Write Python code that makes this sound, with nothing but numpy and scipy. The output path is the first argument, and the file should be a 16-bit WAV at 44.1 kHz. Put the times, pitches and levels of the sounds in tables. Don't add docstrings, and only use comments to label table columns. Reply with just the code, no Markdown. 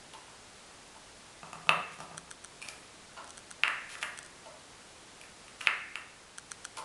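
import sys
import numpy as np
from scipy import signal
from scipy.fft import rfft, irfft
from scipy.io import wavfile
from scipy.ndimage import minimum_filter1d

SR = 44100
rng = np.random.default_rng(int(sys.argv[2]) if len(sys.argv) > 2 else 0)


def put_to_file(sound):
    columns = np.atleast_2d(sound).T
    safe = np.clip(columns, -1, 1)
    whole_steps = np.round(safe * 32767)
    wavfile.write(sys.argv[1], SR, whole_steps.astype(np.int16))


N = 301681
AGE = np.arange(SR // 4) / SR


def from_db(db):
    return 10 ** (np.asarray(db) / 20)


def rms_one(x):
    return x / np.sqrt(np.mean(x ** 2) + 1e-20)


def at_hz(points, hz, column=1):
    points = np.array(points)
    return np.interp(np.log(np.maximum(hz, 1)), np.log(points[:, 0]), points[:, column])


def coloured(x, spectrum):
    gain = from_db(at_hz(spectrum, np.fft.rfftfreq(len(x), 1 / SR)))
    return irfft(rfft(x) * gain, len(x))


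def cut(x, hz, kind, order=2):
    sos = signal.butter(order, np.clip(hz, 10, SR / 2 - 500), kind, fs=SR, output="sos")
    return signal.sosfilt(sos, x)


def fade(t, t60_s):
    return np.exp(-np.log(1000) * t / t60_s)


def add(track, time_s, sound):
    start = int(round(time_s * SR))
    track[start:start + len(sound)] += sound[:N - start]


def ring(hz, db, t60_s, phase=0):
    return from_db(db) * fade(AGE, t60_s) * np.sin(2 * np.pi * hz * AGE + phase)


def struck(modes):
    return sum((-1) ** k * ring(*mode) for k, mode in enumerate(modes))


def crack(t60_s, edge_hz):
    return cut(rng.standard_normal(len(AGE)), edge_hz, "high", order=1) * fade(AGE, t60_s)


def hiss(level_db=-51.2):
    # (frequency [Hz], relative density [dB])
    spectrum = [(10, -24), (22, -5), (100, -4), (260, -4), (450, -4.5), (750, -5), (1260, -6), (2000, -8.5),
                (3500, -10), (7700, -13), (10250, -14.5), (11000, -17.5)]
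    return from_db(level_db) * rms_one(coloured(rng.standard_normal(N), spectrum))


def room(x, first_echo_s=0.0014, build_s=0.0068):
    # (frequency [Hz], energy re input [dB], t60 [s])
    reverb = [(123, -3, 0.73), (320, 8, 0.72), (590, 6.5, 0.47), (1150, 5, 0.517), (1840, 3.5, 0.67),
              (2604.5, -5.5, 0.6), (3935, -5, 0.6), (5990, -5, 0.26), (9996, 0, 0.47)]
    t = np.arange(int(0.9 * SR)) / SR
    onset = np.clip((t - first_echo_s) / build_s, 0, 1)
    edges_hz = np.geomspace(80, 14000, 20)
    response = 0
    for low, high in zip(edges_hz, edges_hz[1:]):
        hz = np.sqrt(low * high)
        band = cut(rng.standard_normal(len(t)), [low, high], "band", order=3)
        tail = band * onset * fade(t, at_hz(reverb, hz, column=2))
        share = np.sqrt((high - low) / (SR / 2) / len(t))
        response += from_db(at_hz(reverb, hz)) * share * rms_one(tail)
    return signal.fftconvolve(x, response)[:N]


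def lens_steps(step_s=0.1338):
    # (first step [s], last step [s], first stop level [dB], change per step [dB])
    runs = [(2.1788, 2.446, -32, -2.5), (3.3786, 3.512, -39.5, 2), (6.3833, 6.651, -32, 0.6)]
    contacts = []
    for first_s, last_s, db, change_db in runs:
        for k, time_s in enumerate(np.arange(first_s, last_s + step_s / 2, step_s)):
            release = (time_s - 0.0053, -43.5, -14)
            stop = (time_s, db + k * change_db, -1.5)
            rebound = (time_s + 0.0115, -49, -11)
            contacts += [release, stop, rebound]
    return contacts


def lens_ticks(detune=0.008):
    # (time [s], level [dB], housing [dB])
    settling = [(3.2434, -46, -2), (3.2761, -47, -3), (3.294, -46, -15), (3.3056, -40, -21),
                (4.1756, -41, -18.5), (4.1884, -36, -2), (4.229, -44, -8.5), (4.2484, -47, -3),
                (4.2622, -45, -6.5)]
    # (frequency [Hz], level [dB], t60 [s])
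    lens_modes = [(3300, 3.5, 0.0058), (4261.7, -8.5, 0.022), (5920, 1.5, 0.011), (6480, 5.5, 0.0047),
                  (8260, 10, 0.0059), (9200, 6, 0.0045), (9940, -0.5, 0.008792)]
    housing_modes = [(1434, 1.5, 0.02), (1600, 0.5, 0.017645)]
    out = np.zeros(N)
    attack = 1 - fade(AGE, t60_s=0.0024233)
    for time_s, db, housing_db in lens_steps() + settling:
        parts = sum(ring(hz * rng.normal(1, detune), mode_db, t60_s, phase=rng.uniform(0, 2 * np.pi))
                    for hz, mode_db, t60_s in lens_modes)
        housing = from_db(housing_db) * sum(ring(*mode) for mode in housing_modes)
        edge = crack(t60_s=0.018, edge_hz=1300)
        add(out, time_s, from_db(db) * attack * (parts + housing + edge))
    return out


def rubs(grain_db=8.5, box_band_hz=(2370, 2590)):
    # (start [s], length [s], level [dB], box resonance trim [dB])
    strokes = [(0.129, 0.026, -57, -6), (1.91, 0.04, -56.5, -9), (1.999, 0.05, -57, -2),
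               (2.614, 0.13, -56.5, 5), (3.886, 0.073, -50.5, 3.5), (3.976, 0.017, -52.5, -11.5),
               (4.013, 0.014, -46, -4), (4.027, 0.003, -35, -14), (5.595, 0.066, -52.5, -4.5),
               (6.765, 0.037, -48, -29)]
    # (frequency [Hz], gain [dB])
    spectrum = [(500, 11), (1500, 5), (3200, 10), (5000, 7), (7500, 5), (9000, 2.5), (10200, 8.5),
                (12000, 3)]
    out = np.zeros(N)
    for start_s, length_s, db, box_db in strokes:
        count = int(length_s * SR)
        slips = rng.standard_normal(count) * from_db(grain_db * np.minimum(rng.exponential(1, count), 4))
        stroke = rms_one(slips) * np.sqrt(np.sin(np.pi * np.arange(count) / count))
        box = from_db(box_db + 11.5) * cut(stroke, box_band_hz, "band", order=1)
        add(out, start_s, from_db(db) * (coloured(stroke, spectrum) + box))
    return cut(out, 680.2, "high")


def tray_bumps(reach_octaves=0.28, depth_db=12):
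    # (time [s], level [dB], favoured pitch [Hz])
    contacts = [(.137, -42, 950), (.280, -48, 1099), (.950, -47, 830), (3.1670, -38, 1010),
                (3.1743, -33, 1200), (3.2485, -55, 1403), (4.4580, -38.5, 700), (6.7735, -32.5, 1036),
                (6.8120, -39.5, 1002)]
    # (frequency [Hz], level [dB], t60 [s])
    tray_modes = [(537.35, 2.5, 0.017), (655, -1.5, 0.036), (883.08, 0.5, 0.03), (1046, -3, 0.045),
                  (1374, 4.5, 0.019), (1902.7, -9, 0.01233), (2950, 8, 0.019), (4500, -2, 0.0243)]
    out = np.zeros(N)
    attack = 1 - fade(AGE, t60_s=0.0074)
    for time_s, db, favoured_hz in contacts:
        modes = []
        for hz, mode_db, t60_s in tray_modes:
            nearness = np.exp(-(np.log2(hz / favoured_hz) / reach_octaves) ** 2 / 2)
            modes.append((hz, mode_db - depth_db * (1 - nearness), t60_s))
        scuff = from_db(-2) * cut(crack(t60_s=0.0417, edge_hz=370), 4000, "low")
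        add(out, time_s, from_db(db) * attack * (struck(modes) + scuff))
    return cut(out, 257.4, "high")


def case_clinks():
    # (time [s], level [dB], crack [dB])
    contacts = [(2.6175, -36, 2), (2.6250, -31, -3), (2.6470, -39, -12), (2.6545, -41, -15),
                (2.6864, -30, 3.5), (5.2135, -40.5, 4), (6.7712, -43.5, 12.5), (6.7983, -49, 7)]
    # (frequency [Hz], level [dB], t60 [s])
    case_modes = [(2366, -2, 0.028), (2660, 0, 0.0086), (4300, -17, 0.03), (5370, -15, 0.025),
                  (7892, -14, 0.014), (9400, -9.5, 0.014)]
    out = np.zeros(N)
    for time_s, db, crack_db in contacts:
        edge = from_db(crack_db) * crack(t60_s=0.01, edge_hz=1200)
        add(out, time_s, from_db(db) * (struck(case_modes) + edge))
    return out


def stack_knocks(boom_db=-11.5, loss_db_per_octave=2, soft_contact_hz=800):
    # (time [s], level [dB], contact cut-off [Hz], crack [dB])
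    contacts = [(1.4308, -32, 1180, -21), (1.471, -34.5, 790, -21), (1.5306, -32, 1380, -7),
                (1.5556, -33, 850, -20), (1.6700, -30.5, 790, -16), (1.6922, -12, 4770, -15),
                (1.6940, -26, 5900, 0.5), (1.988, -30.5, 710, -14), (2.0030, -26, 920, -11),
                (2.113, -32, 750, -23), (2.1450, -33.5, 850, -19), (2.278, -41, 905, -20)]
    # (frequency [Hz], level [dB], t60 [s])
    stack_modes = [(400, -33, 0.01815), (713, -9, 0.021), (937, -8.5, 0.024), (1230, 0, 0.0145),
                   (1417.6, -41, 0.0052), (1850, -18, 0.013), (2630, 4.5, 0.019), (3080, -5.5, 0.029),
                   (3611, -1.5, 0.0064), (4640, -22, 0.017)]
    table_mode = ring(hz=161.5, db=-5, t60_s=0.12)
    out = np.zeros(N)
    for time_s, db, contact_hz, crack_db in contacts:
        boom = from_db(boom_db - loss_db_per_octave * np.log2(contact_hz / soft_contact_hz)) * table_mode
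        body = cut(struck(stack_modes) + boom, contact_hz, "low")
        edge = from_db(crack_db) * crack(t60_s=0.017, edge_hz=490)
        add(out, time_s, from_db(db) * (body + edge))
    return cut(out, 112, "high")


def box_snaps(ring_stretch=1.083, crack_db=-9, crack_max_db=-32):
    # (time [s], level [dB], pitch [ratio], lowest three modes [dB])
    contacts = [(0.136, -37, 1.2, -12), (3.635, -7, 0.98, -2), (3.679, -15.5, 0.91, 3),
                (3.953, -32.5, 0.94, 6.5), (4.021, -38, 1.2, -8), (4.0273, -23, 0.93, 6),
                (4.0316, -21, 1.01, 0), (5.237, -40, 0.95, -2), (5.481, -38.5, 0.98, 2),
                (5.608, -31, 1, 3.5), (5.612, -26, 1.03, -1), (5.6625, -29, 1.14, -5),
                (5.6714, -5, 0.94, -2.5), (5.9558, -19, 0.975, -2.5)]
    # (frequency [Hz], level [dB], base t60 [s])
    box_modes = [(1285, -8.5, 0.01), (1460, -7.5, 0.013), (1920, -5, 0.0098), (2290, -2.5, 0.0099),
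                 (2766, 0, 0.0087), (3240, -7.5, 0.011), (3470, -3, 0.0023), (5520, -27.5, 0.007)]
    # (frequency [Hz], level [dB], t60 [s])
    case_modes = [(10060, -30, 0.053), (9800, -18, 0.054)]
    out = np.zeros(N)
    for time_s, db, pitch, lower_db in contacts:
        body = struck([(hz * pitch, mode_db + lower_db * (k < 3), t60_s * ring_stretch)
                       for k, (hz, mode_db, t60_s) in enumerate(box_modes)])
        edge = crack(t60_s=0.013, edge_hz=660) + struck(case_modes)
        edge_db = min(db + crack_db, crack_max_db)
        add(out, time_s, cut(from_db(db) * body + from_db(edge_db) * edge, 650, "high"))
    return out


def gain_control(x, limit_db=-6.5, attack_s=0.00032, hold_s=0.71, recovery_db_per_s=9.5):
    over_db = np.maximum(20 * np.log10(np.abs(x) + 1e-9) - limit_db, 0)
    half_hold = int(hold_s * SR / 2)
    held_db = -minimum_filter1d(-over_db, 2 * half_hold + 1, origin=half_hold, mode="constant")
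    ramp_db = recovery_db_per_s * np.arange(N) / SR
    duck_db = np.maximum.accumulate(held_db + ramp_db) - ramp_db
    pole = np.exp(-1 / (attack_s * SR))
    return x * from_db(-signal.lfilter([1 - pole], [1, -pole], duck_db))


def scene():
    box = box_snaps() + case_clinks() + rubs()
    stack, tray = stack_knocks(), tray_bumps()
    direct = box + from_db(2.5) * stack + from_db(-1) * tray
    walls = room(from_db(-1.5) * box + stack + from_db(0.5) * tray)
    return (direct + walls + lens_ticks() + hiss())[None]


def record(dry):
    # (frequency [Hz], gain [dB])
    roll_off = [(10250, -1.5), (10600, -7), (11000, -15.5), (11700, -14.5), (12200, -25), (12700, -45)]
    ducked = gain_control(coloured(dry[0], roll_off))
    return cut(ducked, 12600, "low", order=12)[None]


dry = scene()
out = record(dry)
put_to_file(out)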